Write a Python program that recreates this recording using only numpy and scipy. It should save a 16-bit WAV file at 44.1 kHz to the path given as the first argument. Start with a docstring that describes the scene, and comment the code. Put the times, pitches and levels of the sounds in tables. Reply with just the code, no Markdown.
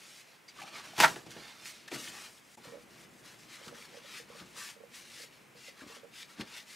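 """Dry scraping: a paper towel is pulled taut, ripped off its roll at 1 s, then rubbed between wet hands
over a basin in a small bathroom. Each perforation that gives way rings the stretched sheet and sprays
hiss. Fibres scrape in dense grains and crack, creases snap, the sheet slaps and flaps. Something hollow
knocks softly on the right. Tiles add a short dull tail over faint air."""
import sys
import numpy as np
from scipy import signal
from scipy.fft import rfft, irfft
from scipy.io import wavfile
from scipy.ndimage import uniform_filter1d

SR = 44100
rng = np.random.default_rng(int(sys.argv[2]) if len(sys.argv) > 2 else 0)


def transcribe(u):
    """Save the signal u as a 16-bit wav file named by the first command-line argument.

    u: samples, shape (n,) or (channels, n), limited to [-1, 1]; the rate is SR.
    q: integer samples, one column per channel.
    """
    v = np.clip(np.atleast_2d(u).T, -1, 1)
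    q = np.round(v * 32767).astype(np.int16)
    wavfile.write(sys.argv[1], SR, q)


N = 297675
T = np.arange(N) / SR
EVENT_N = 12000
SIDE = np.array([[1], [-1]])  # pans are left minus right
DIP_S = 2.556, 2.569

# perforations giving way: t/s, level/dB, hiss/dB, lowest mode/dB, t60/s
PERFORATIONS = [(0.979, -38, -2, 3, 0.11), (1.0006, -23.5, 2, 0.5, 0.12), (1.006, -36, -8.5, 11.5, 0.072),
                (1.022, -27, -2.5, -3.5, 0.16), (1.032, -17.5, -11, 0.5, 0.091),
                (1.039, -17.5, -17.5, -19, 0.09), (1.045, -20.5, -24, -15, 0.017),
                (1.055, -32, -6.5, 5.5, 0.028), (1.065, -42, -7.5, -2, 0.036), (1.072, -36, -4, 3, 0.077),
                (1.083, -37, -5, -5.5, 0.035)]
# stretched sheet: f/Hz, width/Hz, level/dB
TAUT_MODES = [(928, 510, 7.5), (1357, 245, 5), (1540, 490, 4), (1850, 410, 0), (2120, 220, -7)]
# torn edge: f/Hz, level/dB
HISS_SPECTRUM = [(1180, -28), (2000, -7), (2360, -1.5), (5250, -8), (5770, -9.5), (12200, -19.5),
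                 (15700, -26)]
# scraping fibres: f/Hz, level/dB
SCRAPE_SPECTRUM = [(350, -14), (600, -7), (707, -9), (1080, -5), (1200, -2), (1740, 2), (1910, 5),
                   (4980, 2.5), (9850, -5.5), (15700, -17.5)]
# hands along the sheet: t/s, length/s, start level/dB, end level/dB, low mids/dB, treble/dB
HAND_STROKES = [(0.0, 0.21, -54, -53.5, -1, 2.5), (0.274, 0.087, -60.5, -60, 3, -1.5),
                (0.492, 0.007, -60, -55.5, -3, -4), (0.562, 0.061, -54, -49, 11, -1.5),
                (0.662, 0.019, -52, -46.5, 11, -3.5), (0.74, 0.056, -46, -45, 12, -4),
                (0.848, 0.21, -47.5, -61.5, 9.5, -1), (1.096, 0.15, -46, -61, 16.5, 5),
                (1.289, 0.031, -58, -49.5, 4, 2), (1.356, 0.16, -50.5, -48.5, 8, -3.5),
                (1.55, 0.074, -56.5, -53.5, 8.5, 0), (1.662, 0.04, -44.5, -47, 2, 4.5),
                (1.743, 0.099, -52, -57, -3, -1.5), (1.89, 0.012, -54, -66, -8, -8),
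                (1.933, 0.013, -45, -38, 9.5, 2.5), (1.988, 0.11, -45.5, -44.5, 3.5, 3),
                (2.138, 0.13, -47, -48.5, 8.5, 1.5), (2.285, 0.11, -59.5, -62, -8, 6.5),
                (2.443, 0.13, -68, -60.5, -5, 7), (2.647, 0.11, -52, -60, 12, 0.5),
                (2.79, 0.043, -66, -64, 1.5, 4), (2.907, 0.13, -60, -56, 7.5, 1),
                (3.113, 0.086, -70, -64, 0, 7), (3.256, 0.089, -52.5, -57, 10.5, 1),
                (3.394, 0.057, -58, -59, 4, 2), (3.493, 0.059, -54.5, -47, 5, 0),
                (3.588, .1, -54.5, -50.5, 12.5, -0.5), (3.747, .11, -53.5, -53.5, 12.5, 1),
                (3.888, 0.094, -58, -52, 11, -2), (4.038, 0.14, -53.5, -43.5, 3, -2),
                (4.183, 0.04, -51, -59, 0, 4), (4.289, 0.12, -59, -50, 13.5, -1),
                (4.46, 0.1, -59, -59.5, -1, 0.5), (4.582, 0.12, -44.5, -47.5, 7.5, 3.5),
                (4.952, 0.072, -47, -52.5, 1, 2), (5.055, 0.18, -54.5, -47, -3, 1.5),
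                (5.332, 0.12, -58.5, -70.5, 1, -0.5), (5.576, 0.11, -55.5, -49, -8.5, -0.5),
                (5.78, 0.046, -56.5, -53.5, 13.5, -1.5), (5.883, 0.086, -52.5, -51.5, 9, -0.5),
                (6.149, 0.066, -50.5, -45.5, -4, -0.5), (6.299, 0.048, -55.5, -59, 10, -0.5),
                (6.414, 0.012, -39.5, -49.5, 11.5, -5), (6.475, 0.099, -54, -44.5, 5.5, -1.5),
                (6.586, 0.019, -48, -51, 1, 0), (6.692, 0.053, -51, -49.5, -1, 1)]
# hand position: t/s, pan/dB
HAND_PATH = [(0.0, 1), (1.71, -2), (1.88, 2.0), (2.4, 1), (4.27, 2.0), (6.75, 1.5)]
# single fibres cracking: t/s, peak/dB, f/Hz, t60/s
FIBRE_CRACKS = [(1.0012, -14, 1830, 0.041), (1.0332, -15, 1110, 0.044), (1.0366, -10, 1500, 0.037),
                (1.0408, -6.5, 1400, 0.042), (1.0455, -8.5, 1700, 0.044), (1.159, -35, 1710, 0.036),
                (1.3063, -40, 5500, 0.024), (1.315, -40, 3120, .03), (1.6562, -31.5, 2080, 0.0081),
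                (1.9284, -43, 1920, .012), (1.96, -33, 2260, .015), (2.042, -30, 4460, 0.0087),
                (2.075, -36, 2000, 0.034), (3.68, -37, 3800, .02), (3.824, -42, 2300, .02),
                (3.9744, -50, 3030, 0.018), (4.1794, -42, 2480, .02), (4.4, -40, 2270, .02),
                (4.689, -36, 2900, 0.016), (5.219, -38, 5080, .02), (6.2298, -35, 2470, 0.017),
                (6.4094, -32.5, 3050, 0.023), (6.5694, -41, 4690, .015)]
# creases snapping: t/s, peak/dB, f/Hz, t60/s, crisp share/dB
CREASE_SNAPS = [(0.6, -40, 1700, 0.05, 5), (0.618, -38, 2520, 0.082, 0), (0.752, -40, 1210, 0.35, 18),
                (0.936, -42.5, 740, 0.027, -18), (1.159, -36.5, 1720, 0.21, 6),
                (1.263, -43.5, 805, 0.095, 5), (1.309, -44, 6500, 0.076, 7), (1.364, -44, 760, 0.1, -1),
                (1.667, -38.5, 2180, 0.13, 9), (1.881, -33, 1880, 0.036, 1), (1.916, -32.5, 2520, 0.08, 7),
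                (1.939, -41, 2000, 0.06, -4), (2.378, -48.5, 3430, 0.052, -12.5),
                (2.576, -47.5, 830, 0.06, -18), (3.679, -43, 1250, 0.067, -10),
                (3.747, -45, 1780, 0.067, -17), (3.82, -42, 2300, 0.078, 0), (3.971, -50, 3100, 0.05, -8),
                (4.171, -51, 2450, 0.06, -6), (4.563, -42.5, 1220, 0.3, -4), (5.808, -46, 1670, 0.04, 0),
                (6.134, -51, 2260, 0.084, -12), (6.222, -40, 3500, 0.052, -6), (1.859, -50, 2600, 0.03, 0)]
# sheet hitting roll or palm: t/s, level/dB, f/Hz, t60/s, flapping after/dB
SHEET_SLAPS = [(0.981, -42, 336, 0.061, -39.5), (1.0012, -29, 353, 0.035, -41), (1.038, -41, 386, 0.1, -38),
               (1.162, -40, 358, 0.033, -54), (1.263, -45, 390, 0.037, -53),
               (1.362, -45.5, 395, 0.082, -54), (1.915, -40, 366, 0.14, -53), (1.926, -43, 320, 0.054, -54),
               (1.955, -44, 335, 0.049, -61), (2.571, -56.5, 225, 0.18, -65), (2.669, -49, 168, 0.041, -62),
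               (3.672, -51, 235, 0.41, -57), (3.819, -54, 224, 0.08, -73), (4.405, -48.5, 185, 0.19, -74),
               (5.818, -48, 246, 0.073, -64), (5.834, -48.5, 297, 0.07, -72), (5.863, -49, 260, 0.055, -64),
               (6.384, -50, 200, 0.061, -60), (6.395, -36.5, 226.4, 0.14, -55)]
# loose sheet: f/Hz, width/Hz, level/dB
FLAP_MODES = [(147.5, 125, -1.5), (209.3, 105, -5), (296, 313, -1), (62.4, 85, -7.5)]
# loose sheet swinging: t/s, level/dB
FLAP_LEVELS = [(0.0, -64), (0.45, -81), (0.6, -59), (1.4, -64), (1.85, -64), (2.1, -56), (2.5, -70),
               (2.8, -59.5), (3.2, -60.5), (3.6, -62.5), (4.14, -63), (4.25, -62.5), (4.5, -60),
               (4.81, -69), (4.95, -64), (5.75, -67), (6.0, -65), (6.75, -68.5)]
# stiff sheet and cardboard core: t/s, level/dB, f/Hz, rise/s, t60/s
STIFF_RINGS = [(0.478, -48, 4720, .012, 0.052), (0.482, -53, 2190, 0.0042, 0.047),
               (0.482, -57, 6100, .005, 0.068), (0.585, -46, 1169, 0.011, 0.042),
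               (0.615, -44, 771, 0.0027, 0.23), (0.616, -53, 2310, .004, 0.065),
               (0.748, -52, 1214, 0.0055, 0.13), (0.75, -49.5, 2260, .005, 0.077),
               (5.664, -54.5, 2037, 0.0095, 0.16), (5.807, -49, 1660, .003, 0.036)]
# knocks: t/s, level/dB, upper mode/dB
HOLLOW_KNOCKS = [(2.652, -51.5, 5), (2.679, -46, -5), (2.719, -48.5, -8), (2.731, -51, 0),
                 (2.742, -47.5, -1.5), (2.752, -49, -2), (2.769, -52, 1), (3.612, -57, 5), (3.662, -54, -3),
                 (3.712, -53, 1), (3.725, -55.5, 11.5), (3.782, -57, 7), (3.927, -57.5, 2),
                 (3.943, -50.5, 5.5), (3.968, -48.5, -2), (4.045, -57.5, 3.5), (4.197, -51, -11),
                 (4.299, -49, -6), (4.35, -51, 1), (4.566, -56, -1), (4.764, -55.5, 2), (4.802, -47.5, -10),
                 (4.833, -51, 0.5), (5.198, -53, 0), (5.233, -54.5, 1.5), (5.551, -53, -3.5),
                 (5.682, -55, 1.5), (5.897, -49.5, -22), (5.965, -51, 3), (6.032, -52.5, 0.5),
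                 (6.043, -50, -0.5)]
# hollow body: f/Hz, t60/s
HOLLOW_MODES = [(475, 0.11), (560, 0.041)]
# room air: f/Hz, level/dB
AIR_SPECTRUM = [(18, -52), (30, -30), (75, -13), (127, -1), (219, 0), (732, -3), (1560, -3.5),
                (2300, -1.5), (3300, -9), (7930, -22.5), (14500, -19.5), (15700, -23)]


def tearing():
    """The strain and each rip drive the stretched sheet's modes and spray fibre hiss."""
    rips = [(s, db, hiss_db, low_db, swell(0.00059, t60))
            for s, db, hiss_db, low_db, t60 in PERFORATIONS]
    lead_s, rise_db_per_s, t60_s = 0.08, 505, 0.32
    t = T[:16000] - lead_s
    strain = undb(np.minimum(rise_db_per_s * t, -60 * t / t60_s))
    rips.append((1 - lead_s, -37, 7.5, 0, strain))
    upper_drive, low_drive, spray = np.zeros((3, 2, N))
    for s, db, hiss_db, low_db, shape in rips:
        add(upper_drive, s, undb(db) * shape)
        add(low_drive, s, undb(db + low_db) * shape)
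        add(spray, s, undb(db + hiss_db) * shape)
    crackle = grains(rate_hz=700, spread_db=2.2)
    lowest, *upper = (undb(db) * band(crackle, hz, width, width) for hz, width, db in TAUT_MODES)
    ring = (low_drive * lowest + upper_drive * sum(upper)) / np.std(lowest + sum(upper))
    edge = colour(rng.standard_normal(N), HISS_SPECTRUM)  # hiss from all along the torn edge
    hiss = colour(crackle, HISS_SPECTRUM) + undb(-32.5) * edge * SIDE
    return ring * undb(-0.8 * SIDE) + spray * hiss


def scraping():
    """Hands scrape the fibres: grainy noise, flickering in half-octave bands."""
    fibres = colour(grains(rate_hz=590, spread_db=1.25), SCRAPE_SPECTRUM)
    spectrum = rfft(folds(fibres, t60_s=0.03, depth_db=-7))
    octave = np.log2(np.arange(len(spectrum)) * SR / N + 1)
    out = 0
    for hz in 350 * 2 ** (np.arange(13) / 2):
        low = np.clip(np.log2(2000 / hz), 0, 1)
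        treble = np.clip(2 * np.log2(hz / 4500), 0, 1)
        patch = irfft(spectrum * np.clip(1 - 2 * abs(octave - np.log2(hz)), 0, 1), N)
        thin_db = -9.5 * (hz < 800) * (T > DIP_S[0])  # from the dip on, the scraping has less body below 800 Hz
        out = out + patch * strokes(low, treble) * undb(0.6 * walk(rate_hz=50) + thin_db)
    out = out * undb(0.11 * walk(rate_hz=35))
    spread = signal.fftconvolve(out, rng.standard_normal(200) / np.sqrt(200))[:N]
    return out + undb(-42) * spread * SIDE


def strokes(low, treble):
    """Gain of a band with these low-mid and treble shares: each stroke rises, glides and lets go."""
    rise_db_per_s, fall_db_per_s, brighten_db_per_db = 420, 288, 0.16
    t = T[::100]
    power = undb(2 * (-75 + 17 * low + 11.5 * treble))  # sheet at rest in the hands
    for s, length, start_db, end_db, low_db, treble_db in HAND_STROKES:
        edge_db = rise_db_per_s * np.minimum(t - s, 0) - fall_db_per_s * np.maximum(t - s - length, 0)
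        db = np.interp(t, [s, s + length], [start_db, end_db]) + edge_db
        bright_db = treble_db + brighten_db_per_db * (db - max(start_db, end_db))
        power = power + undb(2 * (db + low * low_db + treble * bright_db))
    return np.interp(T, t, np.sqrt(power))


def folds(x, t60_s, depth_db, size=4096):
    """The crumpled sheet rings briefly in many narrow modes, new ones each time it refolds."""
    out = np.zeros(N + 2 * size)
    hop = size // 2
    for i in range(0, N, hop):
        piece = x[i:i + size] * np.sqrt(np.hanning(size))[:N - i]
        response = unit(rng.standard_normal(hop) * swell(0.00025, t60_s, hop))
        ring = signal.fftconvolve(piece, response)
        out[i:i + len(ring)] += ring
    return unit(x + undb(depth_db) * unit(out[:N]))


def cracks():
    """Single fibres break with a sharp tick."""
    out = np.zeros((2, N))
    for s, db, hz, t60 in FIBRE_CRACKS:
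        burst = rng.standard_normal(1000) * swell(0.00017, t60, 1000)
        tick = band(burst, hz, 0.56 * hz, 2.2 * hz)
        add(out, s, undb(db) * tick / abs(tick).max(), pan_db=0.7)
    return out


def creases(rise_s=0.005):
    """Creases snap: a narrow noise burst plus a broad crisp one."""
    out = np.zeros((2, N))
    for s, db, hz, t60, crisp_db in CREASE_SNAPS:
        noise = rng.standard_normal(EVENT_N)
        body = unit(band(noise, hz, 0.29 * hz, 0.32 * hz))
        crisp = unit(band(band(noise, 2400, 3600), 2300, 8300))
        snap = (body + undb(crisp_db) * crisp) * swell(rise_s, t60)
        add(out, s - rise_s, undb(db) * snap / abs(snap).max(), pan_db=0.8)
    return out


def slaps():
    """The sheet hits roll or palm with a dull, noisy tone."""
    out = np.zeros((2, N))
    for s, db, hz, t60, _ in SHEET_SLAPS:
        tone = sine(hz) + 0.9 * roughness(hz, 1.6 * hz, 1.4 * hz)
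        add(out, s, undb(db) * unit(tone) * swell(0.0012, t60), pan_db=1.5)
    return out


def flapping():
    """The loose sheet swings in low modes, harder after each slap; its two ends flap apart."""
    drives = [grains(rate_hz=46, spread_db=1.5) for _ in range(2)]
    mid, side = (unit(sum(undb(db) * band(x, hz, w, w) / np.sqrt(w) for hz, w, db in FLAP_MODES))
                 for x in drives)
    swing = np.ones((2, 1)) * undb(curve(FLAP_LEVELS))
    for s, *_, flap_db in SHEET_SLAPS:
        add(swing, s, undb(flap_db) * swell(rise_s=0.0022, t60_s=0.27))
    return (mid + undb(-11.5) * side * SIDE) * swing


def rings():
    """The stiff sheet and cardboard core ring briefly at a rough pitch."""
    out = np.zeros((2, N))
    for s, db, hz, rise, t60 in STIFF_RINGS:
        tone = sine(hz) + 0.68 * roughness(hz, 0.12 * hz)
        add(out, s, undb(db) * tone * swell(rise, t60), pan_db=0.6)
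    return out


def knocks(detune=0.016, rough=0.37):
    """Something hollow rings in two close modes, tuned a little differently at each knock."""
    out = np.zeros((2, N))
    for s, db, upper_db in HOLLOW_KNOCKS:
        phases = 2 * np.pi * rng.random(2)
        tune = 1 + detune * rng.standard_normal()
        for (hz, t60), mode_db, phase in zip(HOLLOW_MODES, (0, upper_db), phases):
            tone = sine(hz * tune, phase) + rough * roughness(hz, 0.17 * hz)
            tone /= np.sqrt(1 + 2 * rough ** 2)
            add(out, s, undb(db + mode_db) * tone * swell(0.0015, t60), pan_db=-11)
    return out


def room(x, centre_hz=766):
    """Tiled walls: a short dull tail, different in each ear."""
    tail = rng.standard_normal((2, EVENT_N)) * swell(rise_s=0.00067, t60_s=0.14)
    tail = band(tail, centre_hz, 2 * centre_hz, 2.2 * centre_hz)
    tail /= np.sqrt(np.sum(tail ** 2, axis=1, keepdims=True))
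    return signal.fftconvolve(x.mean(axis=0)[None], tail, axes=1)[:, :N]


def air():
    """Steady room air; the treble arrives alike on both sides."""
    mid, side = (colour(rng.standard_normal(N), AIR_SPECTRUM) for _ in range(2))
    return mid + undb(-2.5) * band(side, 300, 1960) * SIDE


def undb(db):
    return 10 ** (np.asarray(db) / 20)


def unit(x):
    return x / np.sqrt(np.mean(x ** 2))


def curve(points):
    return np.interp(T, *np.transpose(points))


def sine(hz, phase=0):
    return np.sin(2 * np.pi * hz * T[:EVENT_N] + phase)


def band(x, hz, *widths_hz):
    """Resonances in series, one per width; gain 1 at the centre."""
    for width in widths_hz:
        x = signal.lfilter(*signal.iirpeak(hz, hz / width, fs=SR), x)
    return x


def roughness(hz, *widths_hz):
    """Noise around a pitch; rms 1."""
    return unit(band(rng.standard_normal(EVENT_N), hz, *widths_hz))


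def colour(x, points):
    """Shape a spectrum by (f/Hz, level/dB) points; rms 1."""
    hz, db = np.transpose(points)
    f = np.arange(len(x) // 2 + 1) * SR / len(x) + 1
    gain = undb(np.interp(np.log(f), np.log(hz), db, left=-80, right=-80))
    return unit(irfft(rfft(x) * gain, len(x)))


def walk(rate_hz):
    """Random steps, smoothed twice."""
    hold = int(SR / rate_hz)
    steps = np.repeat(rng.standard_normal(N // hold + 1), hold)
    return uniform_filter1d(uniform_filter1d(steps, hold), hold)[:N]


def grains(rate_hz, spread_db):
    """Noise whose level varies from grain to grain; rms 1."""
    return unit(rng.standard_normal(N) * undb(spread_db * walk(rate_hz)))


def swell(rise_s, t60_s, count=EVENT_N):
    """Rise and decay; peak 1."""
    t = T[:count]
    envelope = (1 - np.exp(-t / rise_s)) ** 2 * 1000. ** (-t / t60_s)
    return envelope / envelope.max()


def add(out, s, x, pan_db=0.):
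    """Mix x in at time s."""
    i = int(s * SR)
    out[:, i:i + len(x)] += x[:N - i] * undb(SIDE * pan_db / 2)


def scene():
    """Towel and knocks, their echo, and room air."""
    direct = creases() + rings() + cracks() + slaps() + knocks()
    direct += (scraping() + flapping()) * undb(SIDE * curve(HAND_PATH) / 2)
    direct += tearing()
    return direct + undb(-21) * room(direct) + undb(-61) * air()


def record(dry, low_hz=63.6, top_hz=15650):
    """The level dips briefly; the microphone loses the deep bass and the top is cut steeply."""
    start, end = DIP_S
    gain = np.interp(T, [start - 0.002, start, end, end + 0.0066], [0.8, 0.19, 0.14, 0.85])
    thin = signal.sosfilt(signal.butter(4, low_hz, "high", fs=SR, output="sos"), dry * gain)
    return signal.sosfilt(signal.ellip(10, 0.2, 75, top_hz, fs=SR, output="sos"), thin)


dry = scene()
out = record(dry)
transcribe(out)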